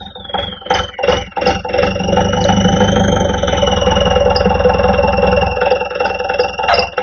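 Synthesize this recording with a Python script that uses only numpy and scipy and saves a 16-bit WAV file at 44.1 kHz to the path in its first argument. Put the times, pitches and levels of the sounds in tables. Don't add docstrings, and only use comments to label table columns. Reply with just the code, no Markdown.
import sys
import numpy as np
from scipy import signal
from scipy.fft import rfft, irfft, next_fast_len
from scipy.io import wavfile
from scipy.ndimage import uniform_filter1d, minimum_filter1d, map_coordinates

SR = 44100
rng = np.random.default_rng(int(sys.argv[2]) if len(sys.argv) > 2 else 0)


def master(y):
    cut = np.clip(np.atleast_2d(y).T, -1, 1)
    pcm = np.round(cut * 32767)
    wavfile.write(sys.argv[1], SR, pcm.astype(np.int16))


def voltage_ratio(level):
    return 10 ** (np.asarray(level, float) / 20)


N = 309582

# t/s, firings so far/count
CRANK = [(0.0, 0.5), (0.4, 9.17), (0.8, 17.98), (1.0, 22.14), (1.2, 26.45), (1.4, 30.51), (1.8, 39.22),
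         (2.2, 48.64), (2.4, 53.62), (3.0, 68.87), (3.2, 73.79), (3.4, 78.25), (3.6, 82.35), (4.0, 90.64),
         (4.4, 98.76), (5.4, 119.46), (6.2, 135.92), (7.02, 152.74)]
# t/s, bearing round the truck/deg, effort/dB, oil pressure/dB, tailpipe nearness/dB
WALK = [(0, 40, -17.5, -12, -16), (.42, 82, -2.5, 5, -5), (.75, 52, 9, 7.5, 0.5), (1.15, 89, 2, 2, -1.5),
        (1.5, 30, 3.5, .5, 0), (1.85, 38, -3.5, -1.5, -2.5), (2.2, 22, -2.5, -4.5, 0),
        (2.55, 34, -4, 1, 1.5), (3.38, 3.6, -4, -6.5, 2.2), (3.62, 93, -4, 2.5, 1.5),
        (4.05, 138, -0.5, 4, 3.5), (4.3, 153, -3, -4, 2), (4.9, 154, -1, -1, 2.5), (5.47, 163, -2, 2, 2),
        (5.7, 261, 1.5, 1.5, -8), (6.55, 298, -5.5, -0.5, -9.5), (6.78, 158, -0.5, 7.5, -6),
        (7.02, 42, 0, -0.5, -8)]
# silencer/dB, sump/dB, sump wall/dB, cover/dB, clatter/dB
CYLINDERS = [(-1, 1.5, -8.5, 4, 9.5), (-5, -8, -0.5, 6, 8.5), (-4, -2.5, -5.5, 0.5, 7.5),
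             (-7, -5, 2.5, -5.5, 5)]
EVEN = np.zeros(len(CYLINDERS))
# t/s, sump level/dB, cover level/dB, valve gear level/dB
BANGS = [(.029, -4.5, 12, 1), (.075, 1, 0, 6.5), (.121, 11, -1, 8), (.352, 4, 7, 5), (.716, -1.5, 3.5, 3.5),
         (.761, -5.5, 0.5, 4.5), (.999, 4, 7.5, -4.5), (1.38, 4, 12, 0.5), (1.657, 2, 5, -6),
         (1.966, 3.5, -4, 0.5), (2.052, 0, 2, -6), (2.094, 0.5, 4, -5.5), (2.137, 2, 3, -2),
         (2.179, -2, 5, 1.5), (2.462, 5.5, -3, 3), (2.502, 0, 9.5, 5.5), (2.818, 4, 9.5, 2.5),
         (3.2, 4, 1, 0), (3.539, 2.5, -1, 0.5), (4.27, 6, 0.5, 1), (5.238, 9, 5.5, 4),
         (5.626, -2.5, -1.5, 2), (5.918, 3.5, -1.5, 7), (5.967, 1, -11.5, 2.5), (6.064, 3.5, 0, 5),
         (6.306, 0.5, 5, 4.5), (6.598, 1, 3.5, 5), (6.694, -16, 12, 12.5), (6.985, 1.5, 3.5, 2.5)]
# multiple of firing rate, idle level/dB, revved level/dB, idle phase/rad, revved phase/rad
EXHAUST_ORDERS = [(2, -1.5, -1, 0.83, -1.5), (3, -2, -5.5, -0.71, -1.4), (4, 0, 5, 0.61, -0.84),
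                  (5, -8.5, -6, 1, 1.1)]
# f/Hz, width/Hz, level/dB
PIPE = [(61.4, 35.5, 9.5), (111, 47, 7)]
SILENCER = [(189.4, 39.9, 5), (202.5, 42, 2.5), (245, 11, -11.5)]
SUMP = [(500.9, 13.3, 3), (417.6, 47, -15.5)]
SUMP_WALL = [(566.8, 16.5, 3.5), (668, 50, -16.5)]
COVER = [(740, 71, -2.5), (791.4, 23.9, 6.5), (874.7, 18.8, 2), (954, 44, -13.5)]
CLATTER = [(1324.4, 87, 0.5), (1494, 56, -0.5), (1644, 90, -4)]
# f/Hz, width/Hz
PANELS = [(360, 190), (1065, 79), (2040, 430)]
# f/Hz, level/dB
FIZZ = [(2500, -120), (2900, 12), (3450, 19), (3900, 10), (4100, -30), (4600, -120)]
# t/s, f/Hz
PUMP = [(0.0, 3746), (0.15, 3692), (0.3, 3300), (0.45, 3359), (0.6, 3118), (0.9, 3080), (1.05, 2759),
        (1.2, 3003), (1.35, 2719), (1.5, 2817), (1.8, 2742), (2.35, 2930), (2.7, 3010), (3.05, 3208),
        (3.75, 2932), (4.45, 2790), (5.6, 2735), (7.02, 2780)]
# t/s, peak level/dB, t60/s
LINKS = [
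    (0.7388, -12.5, 0.039),
    (1.093, -19.5, 0.12),
    (1.471, -5, 0.031),
    (4.361, -3.5, 0.069),
    (5.717, -17, 0.02),
    (6.058, -17.5, 0.06),
    (6.4, -11.5, 0.096),
    (6.74, -6.5, 0.11),
    (6.7903, -1.5, 0.054),
]
# f/Hz, width/Hz, level/dB
LINK_MODES = [(4816, 30, -24.5), (4705, 110, -6), (5125, 360, -2), (5440, 190, -12.5)]
# f/Hz, level/dB
STEEL = [(3800, -120), (4200, 2.5), (4800, 1.5), (6200, -3.5), (6800, -14.5), (7200, -51.5), (7600, -120)]
# t/s, level/dB
SHAKES = [(.03, -54), (.4, -52), (0.759, -36), (1.095, -35), (1.47, -31.5), (1.84, -41.5), (2.43, -34.5),
          (2.82, -45.5), (4.37, -52), (6.064, -44.5), (6.405, -47), (6.78, -48)]
# t/s, peak level/dB, f/Hz
SNAPS = [
    (2.4406, -5.5, 3970),
]
# t/s, f/Hz, level/dB
SQUEAK = [
    (.82, 2200, -120),
    (.93, 2130, -29),
    (1.03, 1965, -37),
    (1.14, 2193, -33),
    (1.22, 2180, -30),
    (1.28, 2100, -38),
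    (1.34, 2180, -120),
]
# f/Hz, width/Hz, level/dB
SCRAPE = [(594, 23, -6.5), (692, 7.1, 5), (1260, 35, -9), (1550, 500, -22.5), (2075, 100, -14),
          (2660, 800, -28), (3980, 90, -20)]
# level/dB, bearing faced/deg, swing with bearing/dB,
# loss in a full shut of the suppressor/dB, power bending that loss
THUMP_OUT = (-21.5, 106.5, 1.3, 23.5, 1.45)
RING_OUT = (-24, 55, 0.5, 24, 1.6)
SUMP_OUT = (-11.5, 184.5, 0.5, 33.5, .98)
COVER_OUT = (-17.5, 305.5, 0, 28.5, 1.4)
CLATTER_OUT = (-22.5, 342, 1.5, 20.5, 0.82)
FIZZ_OUT = (-41, 12.5, 9, 32, 0.85)
TONE_OUT = (-25, 40, 1, 17, 1.28)
OCTAVE_OUT = (-36, 38, 3, 31.5, 1.65)
# level/dB, bearing faced/deg, swing/dB
PANELS_OUT = [(-17.5, 13, 9), (-18, 137, 15), (-13.5, 61, 9)]
# deepest t/s, depth/dB, closing/s, reopening/s
SHUTS = [(0.127, 26, 0.11, 0.02), (0.272, 16, 0.34, 0.17), (0.589, 33, .22, 0.23), (0.938, 37.5, 0.23, .14),
         (1.288, 33.5, .16, 0.2), (1.614, 24, .13, 0.17), (1.928, 12, 0.056, 0.23), (2.3, 6.5, 0.1, 0.48),
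         (2.64, 3, 0.075, 0.21), (3.43, 4, .4, 0.049), (3.65, 0.5, 0.06, 0.067), (4.3, -21, 0.15, 0.11),
         (5.14, 4, 0.072, .09), (5.56, 8.5, 0.14, 0.036), (5.879, 15, 0.2, .17), (6.198, 9, 0.2, 0.27),
         (6.551, 13, 0.12, 0.1), (6.91, 25.5, .13, 0.13)]
# f/Hz, level per bin/dB
GATE = [(300, -61), (2500, -54), (5000, -78)]

THUMP_LAG_S, RING_LAG_S, PUMP_LAG_S = .058, .045, .02
CLOSE_BEND, REOPEN_BEND, FULL_SHUT_DB = 0.88, 1.34, 30
RING_LEAD_S, REV_RING_DB = .1, 6.5
LUMPY_UNTIL_S, FIZZ_LUMPY_S = 2.3, 2.1
ODD_COVER_DB, ODD_FIZZ_DB, REV_FIZZ_DB = -9, 4, -12.5
OCTAVE_IN_S, EARLY_OCTAVE_DB = .68, -30.5
SHAKE_RISE, SHAKE_FALL, SLACK_DB = 350, 180, -70
TOP_HZ = 7200


def exhaust():
    t, rev = np.arange(N) / SR, revved()
    firings = curves(CRANK)[0]
    thump_db = heard(THUMP_OUT, t, curves(WALK)[3], THUMP_LAG_S)
    ring_near_db = 1.15 * curves(WALK, t + RING_LEAD_S)[3]
    ring_db = heard(RING_OUT, t, ring_near_db + REV_RING_DB * rev, RING_LAG_S)
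    turn = 2 * np.pi * firings + 0.015 * wobble(17)
    orders = np.zeros(N)
    for k, idle_db, rev_db, idle_rad, rev_rad in EXHAUST_ORDERS:
        level = voltage_ratio(idle_db + (rev_db - idle_db) * rev)
        orders += level * np.cos(k * turn + idle_rad + (rev_rad - idle_rad) * rev)
    rough = filtered(blows(.3, EVEN, 0.96, 0.026, -31, crisp=0.81), body(PIPE))
    thump = unit(unit(orders) + voltage_ratio(-5) * unit(rough))
    silencer_db = np.transpose(CYLINDERS)[0]
    ring = knock(SILENCER, 150, 260, .05, silencer_db, 2, .01, -17, crisp=.7)
    return voltage_ratio(thump_db) * thump + voltage_ratio(ring_db) * ring


def block():
    _, sump_db, wall_db, cover_db, clatter_db = np.transpose(CYLINDERS)
    number, _, when = firing(0.12)
    effort_db = curves(WALK, when)[1]
    odd = number % 2 * (when < LUMPY_UNTIL_S)
    sump_bang, cover_bang, gear_bang = sum(np.outer(db, abs(when - s) < .022) for s, *db in BANGS)

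    sump = held(heard(SUMP_OUT, when, effort_db + sump_bang))
    cover = held(heard(COVER_OUT, when, effort_db + cover_bang + ODD_COVER_DB * odd))
    clatter = held(heard(CLATTER_OUT, when, 0.96 * effort_db + gear_bang))
    fizz_drive_db = 0.61 * effort_db + 1.1 * gear_bang + REV_FIZZ_DB * np.sqrt(revved())
    fizz_drive_db += ODD_FIZZ_DB * odd * (when < FIZZ_LUMPY_S)
    fizz = held(heard(FIZZ_OUT, when, fizz_drive_db))

    out = sump * voltage_ratio(-2) * knock(SUMP, 420, 800, .13, sump_db, 2, .007, -19, crisp=-.75)
    out += sump * voltage_ratio(-4.5) * knock(SUMP_WALL, 420, 800, .15, wall_db, 2, .007, -19, crisp=-.75)
    out += cover * knock(COVER, 770, 1100, .19, cover_db, 1, 0.024, -11, crisp=0.38)
    out += clatter * knock(CLATTER, 2400, 2400, .2, clatter_db, 2.6, 0.0093, -11, crisp=0.072)
    for (hz, width), part, near in zip(PANELS, PANELS_OUT, [sump, clatter, clatter]):
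        panel = knock([(hz, width, 0)], hz, hz, 0.25, EVEN, 2.6, 0.056, -9, crisp=0.05)
        out += near * voltage_ratio(faced(*part, np.arange(N) / SR)) * panel
    gas = blows(0.27, EVEN, 2.6, 0.025, -30, crisp=.02)
    return out + fizz * voltage_ratio(8) * unit(filtered(gas, colour(FIZZ)))


def whine():
    when = firing(0.22)[2]
    oil_db = curves(WALK, when)[2]
    level = held(heard(TONE_OUT, when, oil_db, PUMP_LAG_S))
    octave_drive_db = 0.53 * oil_db + EARLY_OCTAVE_DB * (when < OCTAVE_IN_S)
    octave = held(heard(OCTAVE_OUT, when, octave_drive_db, PUMP_LAG_S))

    since = firing(0.38)[1]
    flare = (since / .012) ** 2 * np.exp(2 - 2 * since / .012)
    sag = 0.0073 * np.cos(np.pi * np.minimum(since / 0.015, 1)) + 0.0053 * wobble(30)
    phase = 2 * np.pi * np.cumsum(curves(PUMP)[0] * (1 + sag)) / SR

    tone = flare * voltage_ratio(2.5 * wobble(120)) * np.sin(phase)
    tone += (.17 + .22 * flare) * rough_band(phase, 300)
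    upper = flare ** 1.5 * voltage_ratio(2.5 * wobble(120)) * np.sin(2 * phase)
    upper += (.09 + .15 * flare) * rough_band(2 * phase, 400)
    hiss = (0.22 + flare) * rough_band(2 * phase * .97, 900)
    return level * unit(tone) + octave * (unit(upper) + voltage_ratio(-5.5) * unit(hiss))


def chain():
    rasp, snaps = np.zeros(N + SR), np.zeros(N + SR)
    t = np.arange(SR // 4) / SR
    for s, db, t60 in LINKS:
        decay = voltage_ratio(db + 10.5 - 60 * t / t60) + voltage_ratio(db - 4.5 - 60 * t / (4 * t60))
        rasp[round(s * SR):][:len(t)] += decay * rng.standard_normal(len(t))
    for s, db, hz in SNAPS:
        tones = 1.39 * np.sin(2 * np.pi * hz * t) + 0.48 * np.sin(2 * np.pi * 1.6 * hz * t)
        snaps[round(s * SR):][:len(t)] += voltage_ratio(db - 60 * t / 0.011) * tones * (1 - np.exp(-t / 0.0011))
    clinks = filtered(rasp[:N], lambda f: body(LINK_MODES)(f) / (1 + ((f - 4950) / 500) ** 4))

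    rattle = unit(filtered(blows(0.12, EVEN, 1.8, 0.033, -4.5, crisp=.01), colour(STEEL)))
    when = firing(0.069)[2]
    jolts_db = [db - np.maximum(SHAKE_RISE * (s - when), SHAKE_FALL * (when - s)) for s, db in SHAKES]
    shaken_db = np.maximum(np.max(jolts_db, axis=0), SLACK_DB)
    return clinks + snaps[:N] + held(shaken_db) * voltage_ratio(1.5) * rattle


def mast():
    hz, db = curves(SQUEAK)
    squeak = voltage_ratio(db) * wobble(400) * np.sin(2 * np.pi * np.cumsum(hz) / SR)
    t = np.maximum(np.arange(N) / SR - 6.68, 0)
    drag = (1 - np.exp(-t / 0.0056)) * np.exp(-(t / 0.099) ** 2) * rng.standard_normal(N)
    return squeak + voltage_ratio(14) * filtered(drag, body(SCRAPE))


def firing(lead):
    t = np.arange(N) / SR
    turns = curves(CRANK)[0] + lead
    number = np.floor(turns)
    began = np.interp(number, turns, t)
    return number.astype(int), t - began, began + 0.0063


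def revved():
    rate = uniform_filter1d(np.gradient(curves(CRANK)[0]) * SR, size=8000)
    return np.clip((rate - 21) / 4, 0, 1)


def blows(lead, sizes_db, scatter_db, decay_s, hiss_db, crisp):
    number, since, _ = firing(lead)
    size = voltage_ratio(np.asarray(sizes_db)[number % 4] + scatter_db * rng.standard_normal(200)[number])
    push = crisp * 30 * (np.diff(number, prepend=number[0]) > 0)
    burst = np.exp(-since / decay_s) * (1 - np.exp(-since / 0.0025)) * rng.standard_normal(N)
    return size * (push + burst) + voltage_ratio(hiss_db) * rng.standard_normal(N)


def knock(modes, low_hz, high_hz, *blow, crisp):
    response = lambda f: body(modes)(f) * between(low_hz, high_hz)(f)
    return unit(filtered(blows(*blow, crisp=crisp), response))


def body(modes):
    def response(f):
        total = 0
        for k, (hz, width, db) in enumerate(modes):
            damping = 1j * f * width
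            total = total + (-1) ** k * voltage_ratio(db) * damping / (hz * hz - f * f + damping)
        return total
    return response


def between(low_hz, high_hz):
    def response(f):
        high_pass = (1j * f / low_hz) ** 2 / (1 + 1j * f / low_hz) ** 2
        return high_pass / (1 + 1j * f / high_hz) ** 2 / (1 + (f / (2 * high_hz)) ** 6)
    return response


def colour(points):
    hz, db = np.transpose(points)
    return lambda f: voltage_ratio(np.interp(np.log(f + 1), np.log(hz), db))


def filtered(x, response):
    m = next_fast_len(N + SR // 2)
    return irfft(rfft(x, m) * response(np.fft.rfftfreq(m, 1 / SR)), m)[:N]


def rough_band(phase, rate):
    return wobble(rate) * np.sin(phase) + wobble(rate) * np.cos(phase)


def wobble(rate):
    return map_coordinates(rng.standard_normal(int(N * rate / SR) + 4), [np.arange(N) * rate / SR])


def curves(rows, when=None):
    s, *cols = np.transpose(rows)
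    when = np.arange(N) / SR if when is None else when
    return [np.interp(when, s, c) for c in cols]


def unit(x):
    return x / np.sqrt(np.mean(x ** 2) + 1e-20)


def faced(db, aim, swing_db, when):
    return db + swing_db * np.cos(np.radians(curves(WALK, when)[0] - aim))


def heard(part, when, drive_db=0, lag=0):
    db, aim, swing_db, loss_db, bend = part
    t = np.arange(-.1, N / SR + .1, .002)
    shut_db = []
    for s, depth, close, reopen in SHUTS:
        closing = np.clip(1 - (s - t) / close, 0, 1) ** CLOSE_BEND
        reopening = np.clip(1 - (t - s) / reopen, 0, 1) ** REOPEN_BEND
        shut_db.append(depth * np.where(t < s, closing, reopening))
    shut = (np.max(shut_db, axis=0) / FULL_SHUT_DB) ** bend
    return faced(db, aim, swing_db, when) + drive_db - loss_db * np.interp(when - lag, t, shut)


def held(db):
    return uniform_filter1d(voltage_ratio(db), size=200)


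def suppressed(x):
    hz, _, z = signal.stft(x, SR, nperseg=512, noverlap=384)
    power = uniform_filter1d(uniform_filter1d(np.abs(z) ** 2, size=4, axis=0), size=9, axis=1)
    drift = uniform_filter1d(rng.standard_normal(z.shape), size=5, axis=0)
    drift = uniform_filter1d(drift, size=40, axis=1)
    noise = (colour(GATE)(hz)[:, None] * voltage_ratio(7 * unit(drift))) ** 2
    gain = np.maximum(power / (power + noise), voltage_ratio(-34.5))
    return signal.istft(z * gain, SR, nperseg=512, noverlap=384)[1][:N]


def scene():
    return (exhaust() + block() + whine() + chain() + mast())[None]


def roll_off(x):
    return signal.sosfilt(signal.butter(12, 7350, fs=SR, output="sos"), x)


def record(dry):
    need = np.minimum(1, .99 / (np.abs(dry[0]) + 1e-9))
    gain = uniform_filter1d(minimum_filter1d(need, size=401), size=401)
    x = suppressed(dry[0] * gain)
    x = filtered(x, lambda f: 1 / (1 + (f / TOP_HZ) ** 60) * f ** 4 / (f ** 4 + 38 ** 4))
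    return roll_off(np.clip(x, -1, 1)[None])


dry = scene()
out = record(dry)
master(out)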